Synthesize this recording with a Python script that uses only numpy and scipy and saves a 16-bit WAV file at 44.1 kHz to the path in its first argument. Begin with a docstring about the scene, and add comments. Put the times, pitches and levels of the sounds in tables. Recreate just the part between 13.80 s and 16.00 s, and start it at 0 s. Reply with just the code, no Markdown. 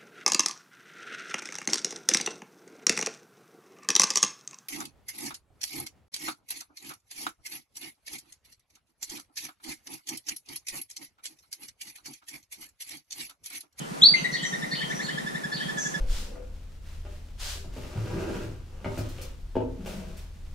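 """A groundhog in a backyard

A groundhog gives one sharp rising whistle, then a trill of soft notes that sink in pitch and
quicken a little. House walls and trees echo it. Small birds chirp farther off over a steady hush,
and a faint, regular low thump, probably electrical interference, runs in the microphone."""
import sys
import numpy as np
from scipy import signal
from scipy.fft import rfft, irfft, next_fast_len
from scipy.io import wavfile
from scipy.ndimage import map_coordinates

SR = 44100
rng = np.random.default_rng(int(sys.argv[2]) if len(sys.argv) > 2 else 0)


def put_to_file(sound):
    """Save the sound as 16-bit audio at rate SR, in the file named by the first command-line argument."""
    columns = np.atleast_2d(sound).T  # one column per channel
    safe = np.clip(columns, -1, 1)
    whole_steps = np.round(safe * 32767)
    wavfile.write(sys.argv[1], SR, whole_steps.astype(np.int16))


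N = 97020  # 2.2 seconds


# The path of the whistle. Each row: time in seconds, pitch in Hz, level in dB.
WHISTLE_PATH = [(0.21, 3350, -53), (0.218, 3340, -29), (0.222, 3366, -15.5), (0.229, 3790, -17),
                (0.238, 4058, -5), (0.243, 4340, -17), (0.251, 4350, -20), (0.26, 4480, -9),
                (.270, 4510, -21), (0.281, 4542, -16), (.294, 4588, -21), (.314, 4580, -26),
                (0.335, 4600, -26), (.352, 4480, -38)]
# Its one overtone. Each row: frequency in Hz, level in dB compared with the main tone.
WHISTLE_OVERTONE = [(6600, -19), (7400, -22.5), (8100, -48), (9000, -35)]

def groundhog_whistle():
    """One loud, nearly pure tone sweeps upward, levels off and echoes around the yard."""
    times, hz, db = np.transpose(WHISTLE_PATH)
    t = clock()
    pitch = np.interp(t, times, hz) * (1 + 0.001 * wobble(600))
    loudness = amp(np.interp(t, times, db, left=-120, right=-120))
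    voice = loudness * tone(pitch, WHISTLE_OVERTONE, harmonics=2)
    return placed(voice, pan_db=2, lead_radians=1) + yard_echoes(voice.real, scatter_db=-2.5)


# The notes of the trill. Each row: start in seconds, lowest pitch in Hz, level in dB,
# length in seconds, closing rise in Hz, how much louder on the left in dB.
TRILL_NOTES = [(.338, 2073, -19, 0.017, 60, 6.5), (0.442, 1915, -24.5, .026, 270, 6.5),
               (0.537, 1874, -26.5, 0.024, 272.6, 3.5), (0.63, 1858, -27.5, .028, 297, 2),
               (0.726, 1800, -30, 0.027, 352, 0), (0.818, 1786, -31.5, 0.031, 477, 0),
               (.914, 1777, -31, .028, 580, 1), (1.005, 1759, -31, 0.03, 650, 2),
               (1.099, 1723, -30.5, .031, 705, 2.5), (1.189, 1717, -30.5, 0.033, 650, 1),
               (1.281, 1718, -29.5, 0.029, 560, -1), (1.373, 1708, -28.5, 0.024, 459.3, -1),
               (1.461, 1721, -29.5, 0.033, 254, -3), (1.545, 1728, -29.5, 0.025, 455, 1),
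               (1.634, 1698, -28.5, .028, 126, -2.5), (1.716, 1717, -28, .027, 151, -1),
               (1.8, 1715, -29.5, 0.029, 370, -2), (1.883, 1710, -29.5, 0.032, 187, -3),
               (1.969, 1704, -27.5, 0.036, 60, -2), (2.051, 1694, -29, 0.032, 99, -2),
               (2.139, 1704, -27.5, 0.033, 49.6, -5.5)]
# How much a note swells. Each row: its start in seconds, dB by which its middle tops its ends.
TRILL_SWELL = [(.34, 4.5), (.9, 4), (1.3, 11), (2.1, 9.5)]
# How the throat colours the overtones. Each row: frequency in Hz, dB compared with the main tone.
TRILL_OVERTONES = [(3450, -12.5), (3900, -10), (4200, -21), (5200, -18), (5700, -24), (6200, -41),
                   (7000, -22.5), (7700, -24), (8300, -37)]

def groundhog_trill():
    """Short notes well below the whistle: each dips in pitch, then flicks upward as it fades."""
    dip_hz, lowest_at = 130, 0.409  # the pitch bottoms out at this share of the note
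    attack_s, release_s = 0.0019, 0.0025
    direct, voice = np.zeros((2, N + SR)), np.zeros(N + SR)
    jitter = 0.01 * wobble(900)
    for start, hz, db, length, flick_hz, pan_db in TRILL_NOTES:
        t = np.arange(int(length * SR)) / SR
        progress = t / length
        samples = round(start * SR) + np.arange(len(t))
        dip = dip_hz * np.maximum(1 - progress / lowest_at, 0) ** 2
        flick = flick_hz * np.maximum((progress - lowest_at) / (1 - lowest_at), 0) ** 1.65
        pitch = (hz + dip + flick) * (1 + jitter[samples % N])
        fade = np.minimum(t / attack_s, 1) * np.minimum((length - t) / release_s, 1)
        drop_db = np.interp(start, *np.transpose(TRILL_SWELL)) * abs(2 * progress - 1) ** 0.96
        note = amp(db - drop_db) * fade * tone(pitch, TRILL_OVERTONES, harmonics=4)
        direct[:, samples] += placed(note, pan_db, lead_radians=1.5)
        voice[samples] += note.real
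    return direct[:, :N] + yard_echoes(voice[:N], scatter_db=-3)


# The path of one chirp. Each row: seconds into the chirp, pitch in Hz,
# dB added to the chirp's level, roughness as a share of the pitch.
CHIRP_PATH = [(0, 4203, -7, 0.0668), (.008, 4380, -0.5, .018), (0.028, 4440, 2.5, .012),
              (.037, 4782, -4.5, .04), (.045, 3700, 1, .14), (0.061, 3095, -8, .1), (.076, 3020, -4, .012),
              (.10, 3193, -6, .018), (.114, 3220, 2.5, 0.042), (.13, 3160, -25, .04)]
# When the sparrow chirps. Each row: start in seconds, pitch multiplier, level in dB.
SPARROW_CHIRPS = [(0.523, .99, -36), (0.91, .99, -33.5), (1.222, 0.98, -39.5), (1.724, 1.01, -36.5)]

def sparrow():
    """A repeated chirp: a high note that breaks hoarsely to a lower one."""
    times, hz, db, roughness = np.transpose(CHIRP_PATH)
    voice = 0
    for start, ratio, level_db in SPARROW_CHIRPS:
        t = clock() - start
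        jitter = np.interp(t, times, roughness) * wobble(1400)
        pitch = ratio * np.interp(t, times, hz) * (1 + jitter)
        voice += tone(pitch) * amp(level_db + np.interp(t, times, db, left=-120, right=-120))
    return among_trees(voice, scatter_db=3.5, lead_radians=0.58)


# The calls of farther birds. Each row: start in seconds, length in seconds, first pitch in Hz,
# last pitch in Hz, level in dB, roughness as a share of the pitch.
FAR_CALLS = [(-.02, 0.061, 3100, 3020, -45, 0.06), (0.347, 0.066, 6500, 5960, -40.5, .018),
             (0.355, .04, 2650, 2908, -33.5, 0.1023), (0.511, 0.048, 6000, 5680, -40, 0.08),
             (.62, .04, 7500, 6900, -41.5, 0.072), (0.648, 0.044, 5960, 5900, -34.5, 0.028),
             (0.776, 0.042, 5400, 5370, -47.5, 0.017), (0.873, 0.053, 5800, 5620, -48.5, 0.029),
             (1.083, 0.0535, 5800, 6210, -45.5, 0.051), (1.145, 0.049, 5750, 5930, -39.5, 0.0306),
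             (1.203, 0.074, 7300, 7020, -46, .06), (1.965, 0.058, 6970, 6700, -41.5, 0.094),
             (1.979, .065, 6540, 5700, -33, 0.038), (2.007, 0.084, 6520, 6280, -36, .12)]

def far_birds():
    """Thin gliding calls: a steady pitch sounds clear, a quickly shaking one buzzes."""
    voices = 0
    for start, length, first_hz, last_hz, db, roughness in FAR_CALLS:
        progress = np.clip((clock() - start) / length, 0, 1)
        pitch = (first_hz + (last_hz - first_hz) * progress) * (1 + roughness * wobble(1500))
        swell = np.sqrt(4 * progress * (1 - progress))
        voices += amp(db) * swell * tone(pitch)
    return among_trees(voices, scatter_db=0.5, lead_radians=-1.3)


# Echoes off the house walls. Each row: delay in seconds, left level in dB, right level in dB.
WALL_ECHOES = [(.0072, -24, -34.5), (.0125, -10.5, -20), (.0225, -18, -26.5), (.034, -16.5, -23),
               (.047, -33, -20.5)]
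# How long the trees echo. Each row: frequency in Hz, seconds to fade by 60 dB.
TREE_FADE = [(1500, 0.8), (4000, 0.47), (8000, 0.29)]

def yard_echoes(voice, scatter_db):
    """Sound bounces off the walls, scatters briefly nearby and lingers softly among the trees."""
    def fade(hz, t):
        near = amp(-60 * t / 0.1)  # 60 dB down in 0.1 seconds
        trees = amp(-12.5 - 60 * t / along(TREE_FADE, hz))
        return near + trees

    walls = sum(amp([[left], [right]]) * np.pad(voice, (round(delay * SR), 0))[:N]
                for delay, left, right in WALL_ECHOES)
    return walls + amp(scatter_db) * scatter(voice, fade)


def among_trees(voice, scatter_db, lead_radians, fade_s=0.4):
    """A distant bird is heard partly directly and partly scattered by the trees."""
    echoes = amp(scatter_db) * scatter(voice.real, lambda hz, t: amp(-60 * t / fade_s))
    return (placed(voice, 0, lead_radians) + echoes) / np.sqrt(2)


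def scatter(voice, fade, rise_s=0.0037):
    """Tiny echoes off trees and fences blur into a noisy tail shaped by fade(Hz, seconds)."""
    hz, t, noise = signal.stft(rng.standard_normal((2, SR * 3 // 4)), SR, nperseg=256)
    onset = 1 - np.exp(-t / rise_s)
    tail = signal.istft(noise * fade(hz[:, None], t) * onset, SR, nperseg=256)[1]
    return signal.fftconvolve(voice[None], tail / np.linalg.norm(tail[0]), axes=1)[:, :N]


# The colour of the hush. Each row: frequency in Hz, relative level in dB.
HUSH_COLOUR = [(20, -9), (140, -1.5), (200, -2.5), (300, -5.5), (600, -9.5), (1400, -13), (3000, -24),
               (7000, -26.5), (10000, -27.5), (13000, -37), (15000, -43.5)]
# How alike left and right are. Each row: frequency in Hz, likeness from -1 (opposite) to 1 (same).
HUSH_LIKENESS = [(60, 0.67), (200, -0.11), (370, -0.54), (690, -0.69), (1270, -0.78), (2330, -0.11),
                 (4300, 0.35), (8000, -0.042), (14000, 0)]

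def outdoor_hush():
    """Far traffic and air in the leaves blend into a steady noise that wavers slightly."""
    def colour(hz):
        width = np.arccos(np.clip(along(HUSH_LIKENESS, hz), -1, 1)) / 2
        return amp(along(HUSH_COLOUR, hz)) * [np.cos(width), np.sin(width)]

    middle, side = filtered(rng.standard_normal((2, N)), colour)
    loudness = amp(-36.5 + 0.77 * wobble(6.37))
    return loudness * unit(np.array([middle + side, middle - side]))


def interference_thumps():
    """A soft low blip, probably electrical, about ten times a second and the same on both sides."""
    first_s, every_s = 0.0171, 0.10241
    pitch_hz, rise_s, fall_s = 146, 0.0023, 0.0063
    thumps = np.zeros(N)
    for peak_time in np.arange(first_s, N / SR, every_s):
        t = clock() - peak_time
        swell = np.exp(-(t / np.where(t < 0, rise_s, fall_s)) ** 2)
        level_db = -24.5 + rng.standard_normal()
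        thumps -= amp(level_db) * swell * np.cos(2 * np.pi * pitch_hz * t)
    return thumps


def tone(hz, colour=None, harmonics=1):
    """A tone that follows a pitch curve, as complex numbers; its real part is the sound."""
    phase = 2 * np.pi * np.cumsum(hz) / SR
    overtones = sum(amp(along(colour, k * hz)) * np.exp(1j * k * phase)
                    for k in range(2, harmonics + 1))
    return np.sqrt(2) * (np.exp(1j * phase) + overtones)


def placed(voice, pan_db, lead_radians):
    """Put a tone in stereo; positive settings make the left side louder and earlier."""
    half = amp(pan_db / 2) * np.exp(1j * lead_radians / 2)
    return np.real([voice * half, voice / half])


def filtered(sound, gain_at):
    """Turn each frequency up or down by gain_at(Hz)."""
    size = next_fast_len(N + SR // 2)
    return irfft(rfft(sound, size) * gain_at(np.fft.rfftfreq(size, 1 / SR)), size)[..., :N]


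def wobble(rate):
    """A smooth curve through rate random values a second."""
    return map_coordinates(rng.standard_normal(int(N * rate / SR) + 4), [np.arange(N) * rate / SR])


def along(table, hz):
    """Read between the rows of a (Hz, value) table, with octaves evenly spaced."""
    frequencies, values = np.transpose(table)
    return np.interp(np.log(hz + 1), np.log(frequencies + 1), values)


def amp(db):
    """Turn decibels into a multiplier."""
    return 10 ** (np.asarray(db) / 20)


def unit(sound):
    """Scale a sound to an average power of 1."""
    return sound / np.sqrt(np.mean(abs(sound) ** 2) + 1e-20)


def clock():
    """The time of each sample in seconds."""
    return np.arange(N) / SR


def scene():
    """Groundhog, birds and background together."""
    groundhog = groundhog_whistle() + groundhog_trill()
    return groundhog + sparrow() + far_birds() + outdoor_hush() + interference_thumps()


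# The microphone's wind filter. Each row: frequency in Hz, level change in dB.
WIND_FILTER = [(20, -14), (45, -13), (105, -26), (122, -21), (142, 0.5)]

def record(dry, top_hz=15050):
    """The microphone turns down low rumble and passes nothing above top_hz."""
    return filtered(dry, lambda hz: amp(along(WIND_FILTER, hz)) * (hz < top_hz))


dry = scene()
out = record(dry)
put_to_file(out)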